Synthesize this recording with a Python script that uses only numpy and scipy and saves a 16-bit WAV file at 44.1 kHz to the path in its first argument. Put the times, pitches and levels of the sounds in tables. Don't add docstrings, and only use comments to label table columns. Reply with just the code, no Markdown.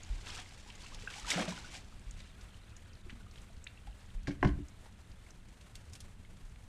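import sys
import numpy as np
from scipy import signal
from scipy.fft import rfft, irfft, next_fast_len
from scipy.io import wavfile

SR = 44100
rng = np.random.default_rng(int(sys.argv[2]) if len(sys.argv) > 2 else 0)


def output_pcm(signal):
    pcm = np.clip(np.atleast_2d(signal).T, -1, 1) * 32767
    wavfile.write(sys.argv[1], SR, np.round(pcm).astype(np.int16))


N = 294577


def from_db(db):
    return 10 ** (np.asarray(db) / 20)


def rms_one(x):
    return x / np.sqrt(np.mean(x ** 2) + 1e-20)


def in_time(rows):
    s, *columns = np.transpose(rows)
    return [np.interp(np.arange(N) / SR, s, c, left=-120, right=-120) for c in columns]


def add_at(out, s, sound):
    start = round(s * SR)
    out[start:][:len(sound)] += sound[:N - start]


def band_pass(x, low_hz, high_hz):
    return signal.sosfilt(signal.butter(2, [low_hz, high_hz], "band", fs=SR, output="sos"), x)


def drift(rate_hz):
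    r = np.exp(-80 * np.pi * rate_hz / SR)
    noise = rng.standard_normal(N // 40 + 2002)
    slow = signal.lfilter([1], [1, -2 * r, r * r], noise)[2000:]
    return np.interp(np.arange(N) / 40, np.arange(len(slow)), rms_one(slow))


def coloured(x, spectrum):
    size = next_fast_len(N)
    hz, db = np.transpose(spectrum)
    log_bins = np.log(np.maximum(np.arange(size // 2 + 1) * SR / size, 1))
    gain = from_db(np.interp(log_bins, np.log(hz), db))
    return rms_one(irfft(rfft(x, size) * gain, size)[:N])


def ring(x, hz, t60):
    r, w = from_db(-60 / (t60 * SR)), 2 * np.pi * hz / SR
    return signal.lfilter([0, np.sin(w)], [1, -2 * r * np.cos(w), r * r], x + 1e-18)


def bubbles(s, height, hz, rise, ring_s, size):
    t = np.arange(size) / SR
    age = t / ring_s[:, None]
    climb = 2 ** (np.clip(rise, 0, 3)[:, None] * np.minimum(1.03 * age, 1))
    phase = 2 * np.pi * np.cumsum(hz[:, None] * climb, axis=1) / SR
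    swell = np.minimum(t * hz[:, None], 1)
    decay = from_db(-60 * age ** 2.9)
    sound = swell * decay * np.sin(phase) * height[:, None]
    at = (s * SR).astype(int)[:, None] + np.arange(size)
    return np.bincount(at.ravel(), sound.ravel(), N + size)[:N]


def swarm(count, until_s, low_hz, high_hz, cycles, spread_db, size):
    when, pitch, rank, rise = rng.random((count, 4)).T
    hz = low_hz * (high_hz / low_hz) ** pitch
    height = from_db(-spread_db * np.log(rank + 0.02)) * np.sqrt(hz)
    sound = bubbles(when * until_s, height, hz, 0.57 * rise, cycles / hz, size)
    return rms_one(sound) * np.sqrt(until_s * SR / N)


def palms():
    # frequency in Hz, relative level in dB per Hz.
    rustle_spectrum = [(150, -15), (250, -6), (534, -6.5), (2480, -12.5), (5400, -19), (8460, -17),
                       (9710, -19.5), (11700, -23.5), (14200, -24.5), (15500, -22)]
    rustle_db = -64.5
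    flutter_db = 0.8 * drift(4) + 1.2 * drift(15) + 1.3 * drift(40)
    return from_db(rustle_db + flutter_db) * coloured(rng.standard_normal(N), rustle_spectrum)


def insects():
    hiss_db = -87.0
    hiss = rms_one(band_pass(rng.standard_normal(N), 5500, 10500))
    return from_db(hiss_db + 2.0 * drift(11.0)) * hiss


def boat():
    # time in seconds, level in dB.
    rocking = [(0, -51.5), (1.4, -52.5), (1.8, -52), (2.8, -54), (3.2, -52), (4.05, -54), (4.2, -51.5),
               (4.55, -40.5), (4.75, -55), (6.4, -51.5), (6.68, -51.5)]
    # frequency in Hz, relative level in dB per Hz.
    rumble_spectrum = [(8.8, -41), (15, 3), (32, -4.5), (93, -5.5), (112, -7.5), (134, -17.5), (193, -13.5),
                       (247, -22), (270, -25), (500, -38), (650, -96), (1100, -120)]
    # start in seconds, level in dB, frequency in Hz.
    lurches = [(0.099, -34, 43.8), (0.149, -41, 36.8), (0.949, -46.5, 29), (1.227, -45, 37.3),
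               (2.066, -43, 40.3), (2.127, -46.5, 28.3), (2.423, -50, 47.7), (3.872, -44, 48.7),
               (4.147, -37, 33), (4.228, -46, 58.3), (4.502, -33, 58.4), (4.992, -53, 65.5),
               (6.43, -47.5, 32.5)]
    rumble_db, = in_time(rocking)
    lumps_db = 1.5 * drift(10)
    out = from_db(rumble_db + lumps_db) * coloured(rng.standard_normal(N), rumble_spectrum)
    t = np.arange(9000) / SR
    for s, db, hz in lurches:
        swell = t * hz / 0.36 * np.exp(1 - t * hz / 0.66)
        add_at(out, s, from_db(db) * swell * np.sin(2 * np.pi * hz * t))
    return out


def pole_chirp():
    travel_s = 0.005
    hz = np.arange(1001) * SR / 2000
    lag_turns = travel_s * (2 * np.sqrt(1000 * hz) - hz * np.sqrt(1 / 3))
    in_band = (hz > 200) * (hz < 3000)
    return 10 * irfft(np.exp(-2j * np.pi * lag_turns) * in_band, 2000)


def planks(s, thud_db, reach_db):
    # frequency in Hz, relative level in dB, decay by 60 dB in seconds.
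    hull_modes = [(63.3, -17, 0.086), (141, -2, 0.07), (199, -5.5, 0.075), (292.4, -1.5, 0.068),
                  (345, -1, 0.027)]
    out = np.zeros(N)
    for hz, db, t60 in hull_modes:
        push = np.zeros(N)
        push[np.round(s * SR).astype(int)] = from_db(thud_db + db + reach_db * np.log2(283 / hz))
        top = t60 * SR / np.log(1000) / (2 * np.e)
        out += ring(ring(push, hz, t60), hz, t60) / top
    return out


def knocks():
    # start in seconds, clack in dB, thud in the planks in dB,
    # reach into the deep modes in dB per octave, lowest tone of the clack in Hz, bright edge in dB.
    touches = [(4.2717, -31, -49.5, 10, 1250, -39), (4.279, -40, -34, 1.5, 490, -41),
               (4.307, -40, -51, -18, 1510, -52), (4.315, -45, -60, -8, 1500, -52),
               (4.4277, -18.5, -27.5, -8.5, 700, -43.5), (4.447, -19.5, -27.5, 10, 1090, -42),
               (4.474, -49, -36.5, -18, 1720, -45), (4.587, -77, -42.5, -3, 1700, -70)]
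    # frequency in Hz, relative level in dB.
    pole_modes = [(575, 0), (700, -1), (848, -1), (1048, -2.5), (1490, -19), (1680, -7.5), (2110, -10.5),
                  (2400, -6), (3600, -4.5)]
    rattle_db, pole_db = -19, -25.5
    pole_ring_cycles, hardness_hz = 19.4, 2680
    edge_ms = 13.5
    contact, edge, t = np.zeros(N), np.zeros(N), np.arange(2000) / SR
    chirp = pole_chirp()
    for s, db, _, _, low_hz, edge_db in touches:
        rattle_ms = 4.9 + 0.35 * (-19.5 - db)
        grains = rng.standard_normal(len(t)) * np.exp(-1000 * t / rattle_ms)
        rattle = np.convolve(grains, chirp[:800])[:len(t)]
        blow = chirp + from_db(rattle_db) * rattle
        clack = band_pass(blow, low_hz, max(hardness_hz, 1.3 * low_hz))
        add_at(contact, s, from_db(db) * clack)
        fizz = rng.standard_normal(len(t)) * np.exp(-1000 * t / edge_ms)
        add_at(edge, s, from_db(edge_db) * fizz)
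    pole = sum(from_db(db) * ring(contact, hz, pole_ring_cycles / hz) for hz, db in pole_modes)
    s, _, thud_db, reach_db, *_ = np.transpose(touches)
    return contact + from_db(pole_db) * pole + band_pass(edge, 2800, 6000) + planks(s, thud_db, reach_db)


def trickle():
    # time in seconds, level in dB.
    draining = [(1.8, -78), (2.2, -66), (2.9, -69), (3.4, -72.5), (4.0, -70.5), (5.5, -74.5), (6.68, -80)]
    trickle_db, = in_time(draining)
    return from_db(trickle_db) * swarm(
        count=5000, until_s=N / SR, low_hz=1200, high_hz=4200, cycles=22, spread_db=2.4, size=700)


def whoop():
    # start in seconds, level in dB, starting pitch in Hz,
    # climb in Hz per ms, length in ms.
    sweep = (3.6665, -39, 1350, 390, 8.0)
    s, db, hz, hz_per_ms, length_ms = sweep
    ms = np.clip(1000 * (np.arange(N) / SR - s), 0, length_ms)
    shape = np.sqrt(np.sin(np.pi * ms / length_ms).clip(0))
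    turns = (hz * ms + hz_per_ms * ms ** 2 / 2) / 1000
    return from_db(db) * shape * np.sin(2 * np.pi * turns)


def plinks():
    # start in seconds, level in dB, starting pitch in Hz.
    single_bubbles = [(.46, -50, 2020), (.52, -56, 720), (.661, -56, 800), (0.689, -52, 890),
                      (.862, -46, 2630), (.92, -52, 1030), (1.034, -51, 420), (1.074, -33, 1490),
                      (1.077, -40, 2510), (1.16, -48.5, 744), (1.182, -47, 810), (1.182, -46, 2960),
                      (1.247, -44, 1210), (1.317, -28, 2110), (1.317, -38, 1230), (1.356, -32, 161.6),
                      (1.38, -38, 274), (1.382, -33.5, 710), (1.393, -34.5, 199), (1.398, -39, 600),
                      (1.477, -34.5, 164.5), (1.48, -37.5, 600), (1.497, -43.5, 200), (1.521, -41, 934),
                      (1.57, -44, 2900), (1.577, -44, 1380), (1.646, -46, 1400), (1.924, -56.5, 1210),
                      (2.543, -52.5, 2850), (3.062, -54, 338), (3.101, -49, 1880), (3.123, -47.5, 229),
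                      (3.206, -56.5, 1400), (3.265, -56, 1160), (3.377, -52, 3080), (3.5, -59, 635),
                      (3.775, -52, 2580), (3.8725, -49, 767), (4.8584, -54, 830), (5.2643, -54.5, 2100),
                      (6.2492, -56.5, 2000)]
    s, db, hz = np.transpose(single_bubbles)
    ring_ms = 15.4 * (hz / 1000) ** -0.7
    rise_octaves = np.full(len(s), 0.24)
    return bubbles(s, from_db(db), hz, rise_octaves, ring_ms / 1000, size=6500)


def splats():
    # start in seconds, level in dB, centre in Hz, width in octaves.
    splat_rows = [(0.033, -34, 6400, 0.26), (0.702, -39.5, 2610, 1.3), (0.754, -36, 7000, 0.26),
                  (0.946, -40, 4700, 1.33), (1.023, -38, 2250, .7), (1.102, -39, 2590, 2.1),
                  (1.126, -39, 2590, 1), (1.139, -31, 2570, 0.57), (1.197, -35.5, 6150, 0.71),
                  (1.995, -48, 7540, 0.47), (2.11, -37, 7000, 0.49), (2.204, -39, 2950, 0.9),
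                  (2.411, -48, 3920, 1.5), (2.766, -38.5, 6560, 0.44), (2.933, -42, 5400, 0.34),
                  (2.952, -45, 4350, 0.4), (3.096, -32.5, 2130, 0.88), (3.103, -39.5, 2300, 1.46),
                  (3.312, -47, 5400, 0.75), (3.3578, -46.5, 2840, 1.4), (3.383, -48.5, 3280, 1.3),
                  (3.418, -49, 7000, 0.69), (3.566, -48, 3600, 0.75), (3.6417, -38.5, 7100, 0.42),
                  (3.6705, -33, 2500, 0.67), (3.70, -48, 2600, .6), (3.87, -49, 1690, 2.4),
                  (4.104, -45, 3160, 0.28), (4.684, -45, 6400, 0.49), (4.858, -49, 1600, 2),
                  (4.996, -65, 3480, 1.2), (5.116, -48, 4600, .75), (5.306, -42.5, 6130, 0.55),
                  (5.611, -50.5, 3480, 2.3), (5.7543, -43, 4960, 2.4), (5.925, -53, 6500, 1.2),
                  (5.9332, -41.5, 5700, 1.7), (5.953, -43.5, 4440, 2.3), (6.0042, -42.5, 5750, 2.4),
                  (6.249, -52, 2700, 0.97), (6.559, -42, 2450, 0.67)]
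    stray = [(when * N / SR, -59 - 1.5 * np.log(rank + 0.026), 2300 * 3 ** pitch, 0.56 + wide)
             for when, rank, pitch, wide in rng.random((70, 4))]
    out, t = np.zeros(N), np.arange(2600) / SR
    for s, db, hz, octaves in list(splat_rows) + stray:
        t60_ms = 12.2 + 20.2 * octaves
        burst = rng.standard_normal(len(t)) * from_db(db - 60000 * t / t60_ms)
        burst[0] = 3 * from_db(db)
        edges_hz = hz * 2 ** (np.clip(octaves, 0.3, 3) * np.array([-0.5, 0.5]))
        low_hz, high_hz = np.minimum(edges_hz, 9500)
        add_at(out, s, band_pass(burst, low_hz, high_hz))
    return out


def drips():
    return trickle() + whoop() + plinks() + splats()


def sloshes():
    # time in seconds, level in dB.
    streaming = [(0, -59), (.67, -62), (1.05, -57.5), (1.55, -53.5), (1.7, -57), (1.86, -68), (2.3, -70)]
    # start of the hold in seconds, time held in seconds,
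    # spray in dB, froth in dB, rise in dB per second.
    slosh_rows = [(0.271, 0.06, -50, -59, 327), (0.383, 0.011, -46.5, -69, 346),
                  (.83, 0.011, -53.5, -72, 346), (1.12, 0.11, -53.5, -81, 344),
                  (1.284, 0.0091, -40, -69, 504), (1.304, 0.018, -35.5, -63, 4000),
                  (1.333, 0.011, -46, -48, 800), (1.36, 0.069, -43, -40, 346),
                  (1.482, 0.021, -46, -50.5, 900), (1.745, 0.03, -51, -66, 346),
                  (2.2, 0.0082, -64, -72, 346)]
    stream_froth_db, fall_db_per_s = -6.5, 324
    t = np.arange(N) / SR
    stream_db, = in_time(streaming)
    spray_power = from_db(stream_db) ** 2
    froth_power = from_db(stream_db + stream_froth_db) ** 2
    for s, held_s, spray_db, froth_db, rise_db_per_s in slosh_rows:
        before_db = rise_db_per_s * np.maximum(s - t, 0)
        after_db = fall_db_per_s * np.maximum(t - s - held_s, 0)
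        power = from_db(-before_db - after_db) ** 2
        spray_power = spray_power + from_db(spray_db) ** 2 * power
        froth_power = froth_power + from_db(froth_db) ** 2 * power
    return np.sqrt(spray_power), np.sqrt(froth_power)


def splash():
    # frequency in Hz, relative level in dB per Hz.
    spray_spectrum = [(530, -6), (900, -18.5), (1170, -19), (1590, 0.5), (2120, 1.5), (2600, 4), (4030, 1),
                      (7760, -1.5), (15500, -25)]
    pops_db = -5.5
    spray_gain, froth_gain = sloshes()
    patter = 0
    for half in ("low", "high"):
        clumps_db = 2.5 * drift(200) + 2.6 * drift(40)
        droplets = coloured(rng.standard_normal(N) * from_db(clumps_db), spray_spectrum)
        patter = patter + signal.sosfilt(signal.butter(2, 3000, half, fs=SR, output="sos"), droplets)
    pops = swarm(count=3600, until_s=2.3, low_hz=700, high_hz=5500, cycles=20.0, spread_db=4.8, size=600)
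    froth = swarm(count=2600, until_s=2.3, low_hz=208.7, high_hz=2305, cycles=8.0, spread_db=3.0, size=1200)
    return spray_gain * (patter + from_db(pops_db) * pops) + froth_gain * froth


def banks(x):
    t = np.arange(9000) / SR
    dull = signal.lfilter(*signal.butter(1, 2500, fs=SR), rng.standard_normal(len(t)))
    tail = dull * from_db(-60 * t / 0.29)
    tail[:200] = 0
    return signal.fftconvolve(x, tail / np.sqrt(np.sum(tail ** 2)))[:N]


def scene():
    water, wood = splash() + drips(), knocks()
    echoes = banks(from_db(-16.0) * water + from_db(-16.5) * wood)
    return (water + wood + echoes + boat() + palms() + insects())[None]


def record(dry):
    dulled = signal.sosfilt(signal.butter(2, 10500, fs=SR, output="sos"), dry)
    return signal.sosfilt(signal.cheby2(14, 60, 15650, fs=SR, output="sos"), dulled)


dry = scene()
out = record(dry)
output_pcm(out)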